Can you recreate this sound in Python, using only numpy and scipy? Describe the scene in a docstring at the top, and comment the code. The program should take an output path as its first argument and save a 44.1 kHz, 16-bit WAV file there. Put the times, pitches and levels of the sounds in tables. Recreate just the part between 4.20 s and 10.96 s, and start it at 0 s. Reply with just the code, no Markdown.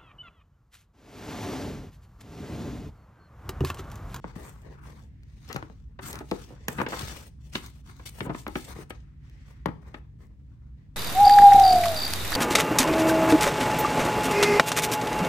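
"""A folded leaflet of stiff glossy paper is spread, turned over and opened again in a small room,
close to a phone's two microphone ports. Paper slides on paper and fingers; panels buckle with snaps
whose bending waves chirp downwards and end in a soft flap; creases tick. Table and walls add a short
tail, and a low ventilation hum fills the room behind it all."""
import sys
import numpy as np
from scipy import signal
from scipy.fft import rfft, irfft
from scipy.io import wavfile
from scipy.ndimage import uniform_filter1d

SR = 44100
rng = np.random.default_rng(int(sys.argv[2]) if len(sys.argv) > 2 else 0)


def wav_out(sig):
    """Save sig, one row per channel (or a flat mono array), as 16-bit PCM at SR to the path in sys.argv[1]."""
    wavfile.write(sys.argv[1], SR, np.round(np.clip(np.atleast_2d(sig).T, -1, 1) * 32767).astype(np.int16))


N = 298116
TIME, FREQ = np.arange(N) / SR, np.maximum(np.fft.rfftfreq(N, 1 / SR), 1)
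SNAP_SIZE = 8192  # samples in one snap or tick
SNAP_TIME, SNAP_FREQ = np.arange(SNAP_SIZE) / SR, np.maximum(np.fft.rfftfreq(SNAP_SIZE, 1 / SR), 1)


def undb(db):
    """Decibels to gain."""
    return 10 ** (np.asarray(db) / 20)


def unit(x):
    """Scale to rms 1."""
    return x / np.sqrt(np.mean(x ** 2))


def pan(db):
    """Left and right gains for a level difference."""
    return undb(np.array([[db], [-db]]) / 2)


def decay(t, t60_s):
    """Envelope that falls 60 dB in t60_s."""
    return np.exp(-np.log(1000) * t / t60_s)


def resonance(freq, hz, q):
    """Complex response of one resonance at hz."""
    return 1 / (1 + 1j * q * (freq / hz - hz / freq))


def colour(points, freq):
    """Gain of (frequency [Hz], level [dB]) points joined on a log-frequency axis."""
    hz, db = np.transpose(points)
    return undb(np.interp(np.log(freq), np.log(hz), db))


def causal(gain):
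    """The quickest causal response with this gain, from its cepstrum."""
    cepstrum = irfft(np.log(gain + 1e-9))
    half = len(cepstrum) // 2
    cepstrum[1:half] *= 2
    cepstrum[half + 1:] = 0
    return np.exp(rfft(cepstrum))


def burst_spectrum(burst):
    """Spectrum of a burst scaled to unit energy."""
    return rfft(burst) / np.sqrt(np.sum(burst ** 2))


def broadband(spectrum):
    """Even a spectrum out to unit power per half octave or so; its fine peaks and its attack stay."""
    total = np.cumsum(np.abs(spectrum) ** 2)
    bins = np.arange(len(total))
    lo = np.maximum(bins * 5 // 6 - 8, 0)
    hi = np.minimum(bins * 6 // 5 + 8, bins[-1])
    return spectrum * causal(np.sqrt((hi - lo) / (total[hi] - total[lo] + 1e-9)))


def ports(a, b, freq, apart_hz):
    """Two spectra to the left and right ports: alike in the bass, unrelated well above apart_hz."""
    side = np.sqrt((freq ** 2 + 120 ** 2) / (freq ** 2 + apart_hz ** 2))
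    return np.array([a + side * b, a - side * b]) / np.sqrt(1 + side ** 2)


def walk(rate):
    """Random levels held 1 / rate s and smoothed twice; rms 1."""
    hold = max(int(SR / rate), 2)
    held = np.repeat(rng.standard_normal(N // hold + 1), hold)
    return unit(uniform_filter1d(uniform_filter1d(held, hold), hold)[:N])


def add(out, s, sound):
    """Mix a stereo sound in at time s."""
    start = max(int(s * SR), 0)
    out[:, start:start + sound.shape[1]] += sound[:, :N - start]


# the still room behind the leaflet: (frequency [Hz], level [dB])
RUMBLE_SPECTRUM = [(20, -37.5), (38, -12), (50, -1), (64, -1), (85, -9), (115, -5), (150, -15.5),
                   (190, -16.5), (270, -22), (400, -38), (700, -52.5), (2000, -52.5), (6000, -63),
                   (16000, -68.5)]
# the ventilation's tones: (frequency [Hz], level [dB])
HUM_TONES = [(64.4, -54), (144, -58)]
def ventilation(rumble_db, hum_db, waver_rad):
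    """All round the microphone, a steady low rumble with two wavering hum tones, over faint hiss."""
    noise = ports(*rfft(rng.standard_normal((2, N))), FREQ, apart_hz=710)
    rumble = unit(irfft(noise * colour(RUMBLE_SPECTRUM, FREQ), N))
    hum = 0
    for hz, db in HUM_TONES:
        amplitude = np.sqrt(2) * undb(db + 2 * walk(rate=5))
        hum = hum + amplitude * np.sin(2 * np.pi * hz * TIME + waver_rad * walk(rate=4.8))
    return undb(rumble_db) * rumble + undb(hum_db) * hum


def hand_speed(start_s, rise_s, fall_s):
    """One movement of the hand: it speeds up from rest and slows to rest again; 0-1."""
    ramp = np.interp(TIME, [start_s, start_s + rise_s, start_s + rise_s + fall_s], [0, 1, 0])
    return np.sin(np.pi / 2 * ramp)


def friction(spectrum, catch_rate, catch_share, apart_hz):
    """Fibres catch and let go: countless small slips and a few larger catches ring the sheet."""
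    catches = (rng.random(N) < catch_rate / SR) * rng.laplace(size=(2, N))
    a, b = rfft(rng.standard_normal((2, N)) + catch_share * unit(catches))
    slips = ports(a, b, FREQ, apart_hz) * colour(spectrum, FREQ)
    out = irfft(slips, N)
    for _ in range(2):  # as the contact wanders, different sets of modes come and go
        modes = burst_spectrum(rng.standard_normal(N) * decay(np.minimum(TIME, 0.15), t60_s=0.015))
        out = out + 0.61 * walk(rate=22) * irfft(slips * modes, N)
    return unit(out)


def crinkles(rate, strength, decay_s):
    """Gain on the rubbing noise: now and then a fold snags and lets go with a brief crackle."""
    snags = (rng.random(N) < rate / SR) * rng.exponential(size=N)
    releases = signal.lfilter([1], [1, -np.exp(-1 / (decay_s * SR))], snags)
    return unit(1 + strength * releases)


# sliding paper heard close up, as panel body, hiss and fine sheen: (frequency [Hz], level [dB])
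BODY_SPECTRUM = [(60, -16.5), (150, 4.5), (300, -2), (600, 0), (1200, -5.5), (1900, -10), (3000, -26.5),
                 (8000, -59.5)]
HISS_SPECTRUM = [(600, -32), (1400, -12), (2200, -1.5), (3500, -2.5), (6000, -0.5), (8500, -9),
                 (16000, -37.5)]
SHEEN_SPECTRUM = [(3000, -38), (6000, -7.5), (8500, 3), (12000, 0), (16000, -5.5)]
# hand movements that drag the paper:
# (start [s], speeding up [s], slowing down [s], level [dB], body offset [dB], sheen offset [dB])
HAND_STROKES = [(0.0, 0.089, 0.13, -64, 3, -13), (0.151, 0.014, 0.29, -58, 6.5, -1),
                (0.419, 0.062, 0.16, -65, 10.5, -8.5), (0.606, 0.073, 0.23, -61, 5.5, -3.5),
                (1.0, 0.2, 0.55, -67, -7.5, -10.5), (1.2, 0.14, 0.084, -56, -2, -10),
                (1.804, 0.072, 0.087, -48, -1, 1.5), (1.86, 0.082, 0.11, -58, 11.5, -3),
                (2.03, 0.097, 0.26, -54, -5.5, -6), (2.25, 0.065, 0.45, -66, 2.5, -18),
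                (2.481, 0.0099, 0.19, -54.5, 6.5, 4.5), (2.68, 0.011, 0.12, -45, 0, -7),
                (2.681, 0.13, .3, -43.5, -2, -3.5), (3.189, 0.078, 0.21, -66.5, -6, -4.5),
                (3.317, 0.046, 0.033, -40.5, -8.5, -6.5), (3.35, 0.11, 0.069, -52.5, -4, 0.5),
                (3.49, 0.074, 0.062, -63.5, -2.5, -3), (3.63, 0.079, 0.32, -62.5, -3.5, -5.5),
                (3.853, 0.0092, 0.054, -44.5, -12, 2.5), (3.87, 0.18, 0.025, -59, 3, 4.5),
                (4.089, 0.11, 0.069, -54, -9, -3.5), (4.249, 0.2, 0.023, -53.5, -11, -2),
                (4.45, 0.05, 0.06, -53.5, 2, 1), (4.529, 0.07, 0.052, -54, 4, -2),
                (4.694, 0.01, 0.011, -57, -2, 8.5), (4.695, 0.016, 0.15, -66.5, -1.5, -19),
                (4.98, 0.16, 0.34, -70, -3, -12.5), (5.26, 0.052, 0.035, -65.5, -0.5, -7.5),
                (5.599, 0.069, 0.18, -70, 10, -6.5), (5.98, 0.051, 0.066, -71.5, 6.5, -0.5)]
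def sliding(body_db, hiss_db, sheen_db, judder_db, pan_db):
    """Close by, a little left, paper drags over paper and skin; the uneven grip shakes the sound."""
    power = undb([-89, -79, -103])[:, None] ** 2  # hiss, body, sheen of the sheet trembling in still hands
    for start_s, rise_s, fall_s, db, body_offset_db, sheen_offset_db in HAND_STROKES:
        drag = hand_speed(start_s, rise_s, fall_s) ** 1.25  # friction grows faster than speed
        gains = undb([db, db + body_offset_db, db + sheen_offset_db])
        power = power + np.outer(gains, drag) ** 2
    hiss_gain, body_gain, sheen_gain = np.sqrt(power) * undb([hiss_db, body_db, sheen_db])[:, None]
    grip = unit(undb(judder_db * (walk(rate=130) + walk(rate=50))))
    body = body_gain * friction(BODY_SPECTRUM, catch_rate=210, catch_share=0.57, apart_hz=810)
    hiss = hiss_gain * friction(HISS_SPECTRUM, catch_rate=410, catch_share=0.4, apart_hz=1180)
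    sheen = sheen_gain * friction(SHEEN_SPECTRUM, catch_rate=980, catch_share=0.74, apart_hz=1200)
    crackle = crinkles(rate=60, strength=0.45, decay_s=0.002)
    return (body * pan(pan_db) + (hiss * pan(pan_db) + sheen) * crackle) * grip


def stutter(length_s, grit):
    """A crease gives way in a quick run of tiny, unequal slips that builds up and dies out."""
    slips = rng.standard_normal(SNAP_SIZE) * np.exp(grit * rng.standard_normal(SNAP_SIZE))
    age = SNAP_TIME / length_s
    return burst_spectrum(slips * np.sqrt(age) * np.exp(-age ** 2))


def sheet_ring(low_t60_s, high_t60_s, split_hz):
    """The dense, heavily damped modes of the sheet at both ports; the low ones last longer."""
    def modes(t60_s):
        return burst_spectrum(rng.standard_normal(SNAP_SIZE) * decay(SNAP_TIME, t60_s))
    low = 1 / (1 + (SNAP_FREQ / split_hz) ** 2)
    a, b = (np.sqrt(low) * modes(low_t60_s) + np.sqrt(1 - low) * modes(high_t60_s) for _ in range(2))
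    return ports(a, b, SNAP_FREQ, apart_hz=614)


def bending_wave(lag_at_1k_s):
    """Bending waves speed up as the root of frequency, so the treble arrives first and the lows trail."""
    return np.exp(-4j * np.pi * lag_at_1k_s * np.sqrt(1000 * (SNAP_FREQ + 20)))


# panels buckling close to the microphone: (time [s], stutter length [s], crack level [dB],
# crack corner [Hz], flap pitch [Hz], flap level [dB], crack left minus right [dB])
BUCKLES = [(0.0416, 0.00059, 5.5, 890, 223, 11.5, 3.5), (0.158, 0.0015, 0.5, 446, 187, 12, 13),
           (1.296, 0.02, -2.5, 1470, 320, 2, 12), (1.344, 0.00083, -13, 587, 128, 16, 31),
           (1.36, 0.00037, 7.5, 1333, 119, 14.5, 4), (1.425, 0.00062, 1, 1130, 288, 1.5, 2.5),
           (1.4977, 0.00075, -5, 630, 211, -1.5, 6.5), (1.788, 0.0063, -2, 1320, 432, -8.5, 4),
           (2.005, 0.0076, 4, 780, 355, 5.5, -0.5), (2.1134, 0.002, 11, 820, 181, 20.5, 1.5),
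           (2.118, 0.0021, 9, 650, 423, 11, 20), (2.304, 0.021, 0.5, 475, 410, -2.5, -6),
           (2.4805, 0.0031, 6.5, 1850, 147, 18, -2.5), (2.582, 0.0091, 7.5, 1510, 196, 16, 3),
           (2.597, 0.011, 10.5, 1190, 126, 20.5, 12), (2.613, 0.004, 13, 1270, 192, 17.5, -1),
           (2.662, 0.006, 4, 1800, 265, 8, 1), (2.681, 0.0063, 0, 850, 397, 1, 5),
           (2.7205, 0.0019, 3.5, 1220, 323, -8, 1), (2.726, 0.016, 8, 1350, 260.5, -9, 1.5),
           (2.827, 0.0035, -2, 398, 81.6, 21, 3), (3.351, 0.0057, 4, 3560, 209, 14, 0.5),
           (3.794, 0.0067, -8.5, 1110, 298, -17, 1), (4.0042, 0.003, 2.5, 2140, 132, 18, 5.5),
           (4.013, 0.0018, 17, 325, 140, 16, 1), (4.049, 0.028, 6, 860, 169, 7, 5.5),
           (4.065, 0.02, 9, 402, 159, 16.5, -2), (4.092, 0.014, 12, 890, 160, 20.5, 5),
           (4.1446, 0.0046, 3, 1220, 207, 11.5, 1), (4.2646, 0.0023, 3.5, 1450, 253, 10, 3),
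           (4.278, 0.0053, -0.5, 1050, 260, 11, 9), (4.353, 0.0051, 4.5, 2000, 260, 13, 2),
           (4.357, 0.0058, 13, 512, 266, 13.5, 5.5), (4.586, 0.012, -6, 450, 340, 4, 10),
           (4.703, 0.0039, -5, 2060, 347, 6, 6.5), (5.4572, 0.00079, 15, 1130, 167, 21.5, 8),
           (5.483, 0.0063, 1, 935, 168, 19, 10), (5.741, 0.007, -4.5, 1700, 320, 2.5, 5.5)]
def snaps(crack_db, corner_peak_db, ring_db, flap_ring_db, flap_q, port_lag_s):
    """Each buckle sends a crack through the sheet and sets a whole panel flapping."""
    out, freq = np.zeros((2, N)), SNAP_FREQ
    bass_loss = freq / np.hypot(freq, 300)  # a small patch of paper radiates little bass
    for s, length_s, db, corner_hz, flap_hz, flap_db, pan_db in BUCKLES:
        fall_db_per_octave = 15.5 + 0.15 * db  # a stronger buckle is broader and so rounder
        rolloff_db = fall_db_per_octave * np.log2(1 + (freq / corner_hz) ** 4) / 4
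        peak_db = corner_peak_db / (1 + (3 * np.log2(freq / corner_hz)) ** 2)
        tone = causal(undb(db + crack_db - rolloff_db + peak_db) * bass_loss)
        slips = ports(stutter(length_s, grit=0.7), stutter(length_s, grit=0.11), freq, apart_hz=3300)
        ring = sheet_ring(low_t60_s=0.1, high_t60_s=0.043, split_hz=1500)
        rattle = np.array([broadband(x) for x in slips * (1 + undb(ring_db) * ring)])
        crack = tone * rattle * bending_wave(lag_at_1k_s=0.001381)
        wobble = np.array([broadband(x) for x in 1 + undb(flap_ring_db) * ring])
        panel = undb(flap_db) * resonance(freq, flap_hz, flap_q) ** 2
        flap = panel * wobble * bending_wave(lag_at_1k_s=0.002186)
        snap = crack * pan(pan_db) + flap * pan(pan_db * 0.28)
        snap[1] *= np.exp(-2j * np.pi * freq * port_lag_s)  # the right port hears it later
        add(out, s, irfft(snap))
    return out


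# fingertips on the gloss, faint even this close: (start [s], end [s], level [dB])
FINGER_RUBS = [(0.822, 1.32, -77.5), (2.296, 2.5, -72.5), (4.656, 5.075, -79), (5.006, 5.489, -69.5),
               (6.553, 6.69, -78.5)]
def fingertips(hz, q, skin_db):
    """A fingertip creeps over the coating: a soft hiss with one hollow resonance."""
    pressure = 0
    for start_s, end_s, db in FINGER_RUBS:
        progress = np.clip((TIME - start_s) / (end_s - start_s), 0, 1)
        pressure = pressure + undb(db) * np.sqrt(np.abs(np.sin(np.pi * progress)))
    tone = resonance(FREQ, hz, q) + undb(skin_db) * colour(HISS_SPECTRUM, FREQ)
    return pressure * unit(irfft(rfft(rng.standard_normal((2, N))) * tone, N))


# creases and edges ticking near the microphone: (time [s], level [dB], centre [Hz])
CREASE_TICKS = [(0.836, -55, 4460), (1.033, -51.5, 3000), (1.289, -35, 3500), (1.31, -46, 5500),
                (1.3277, -28, 4500), (1.328, -27.5, 3500), (1.345, -36, 8000), (1.363, -27.5, 5500),
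                (1.368, -43, 8000), (1.427, -50, 4000), (1.929, -24.5, 6500), (1.9553, -27.5, 5740),
                (1.989, -32, 4990), (2.1126, -25.5, 3070), (2.4827, -13.5, 11200), (2.687, -31, 10000),
                (2.731, -35, 7000), (2.8206, -29, 3480), (2.616, -26.5, 6860), (2.883, -29.5, 4550),
                (2.9327, -41, 4840), (3.336, -32.5, 3500), (3.462, -28.5, 11200), (3.6985, -44, 4150),
                (4.279, -28, 9000), (5.0967, -48.5, 3260), (5.4592, -27, 9100), (6.0671, -54.5, 8330)]
def ticks(gain_db, t60_s, q, rise_s, port_lag_s):
    """Tiny bright releases in a crease, too small to move a panel."""
    out = np.zeros((2, N))
    envelope = (1 - np.exp(-SNAP_TIME / rise_s)) * decay(SNAP_TIME, t60_s)
    arrival = np.exp(-2j * np.pi * np.outer([0, port_lag_s], SNAP_FREQ))
    for s, db, hz in CREASE_TICKS:
        burst = rfft(rng.standard_normal(SNAP_SIZE) * envelope)
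        tick = irfft(burst * arrival * resonance(SNAP_FREQ, hz, q))
        add(out, s, tick / np.abs(tick).max() * undb(db + gain_db))
    return out


# the small room's decay: (frequency [Hz], time to fall 60 dB [s])
ROOM_DECAY = [(100, 0.68), (500, 0.28), (2000, 0.32), (6000, 0.52), (16000, .2)]
def room(x, wet_db, treble_db, first_echo_s):
    """The table and the near walls answer with a short diffuse tail."""
    t = np.arange(SR // 2) / SR
    freq = np.maximum(np.fft.rfftfreq(len(t), 1 / SR), 1)
    noise = ports(*rfft(rng.standard_normal((2, len(t)))), freq, apart_hz=612)
    hz, decay_times = np.transpose(ROOM_DECAY)
    tail = 0
    for band, t60_s in zip(np.eye(len(hz)), decay_times):
        share = np.interp(np.log(freq), np.log(hz), band)
        energy = t60_s * SR / np.log(1e6)
        tail = tail + irfft(noise * share) * decay(t, t60_s) / np.sqrt(energy)
    onset = np.clip(t / first_echo_s - 1, 0, 1)
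    tail = irfft(rfft(tail * onset) * colour([(500, 0.0016), (8000, treble_db)], freq))
    return undb(wet_db) * signal.fftconvolve(x, tail, axes=1)[:, :N]


# broad peaks and dips that colour all the paper sounds: (frequency [Hz], gain [dB])
PAPER_COLOUR = [(480, 1), (670, -3.5), (900, 0.5), (1600, 1.5), (2500, 4), (3800, 3.5), (7000, -1.5)]
def scene():
    """The leaflet up close, with its echo and the hum of the room behind it."""
    paper = snaps(crack_db=2.0, corner_peak_db=2.5, ring_db=-3.5, flap_ring_db=-3, flap_q=1.06,
                  port_lag_s=0.00016)
    paper += ticks(gain_db=0.5, t60_s=0.014, q=1 / 1.5, rise_s=0.0002, port_lag_s=0.00017)
    paper += fingertips(hz=1870, q=4.8, skin_db=-19.0)
    paper += sliding(body_db=3.5, hiss_db=-2.5, sheen_db=3.5, judder_db=1.8, pan_db=5)
    paper = irfft(rfft(paper) * causal(colour(PAPER_COLOUR, FREQ)), N)
    echo = room(paper, wet_db=-7.5, treble_db=-8.0, first_echo_s=0.0061)
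    return paper + echo + ventilation(rumble_db=-47.5, hum_db=1.0, waver_rad=1.31)


# notches of the phone's microphone ports: (frequency [Hz], width [Hz], gain [dB])
PORT_NOTCHES = [(10160, 530, -22.5), (13400, 570, -19.5)]
def record(dry):
    """The microphone ports notch the high treble; the top is cut steeply."""
    notches_db = sum(db * np.exp(-((FREQ - hz) / width) ** 2) for hz, width, db in PORT_NOTCHES)
    notched = irfft(rfft(dry) * causal(undb(notches_db)), N)
    top_cut = signal.ellip(10, 0.2, 80, 16050, fs=SR, output="sos")
    return signal.sosfilt(top_cut, notched)


dry = scene()
out = record(dry)
wav_out(out)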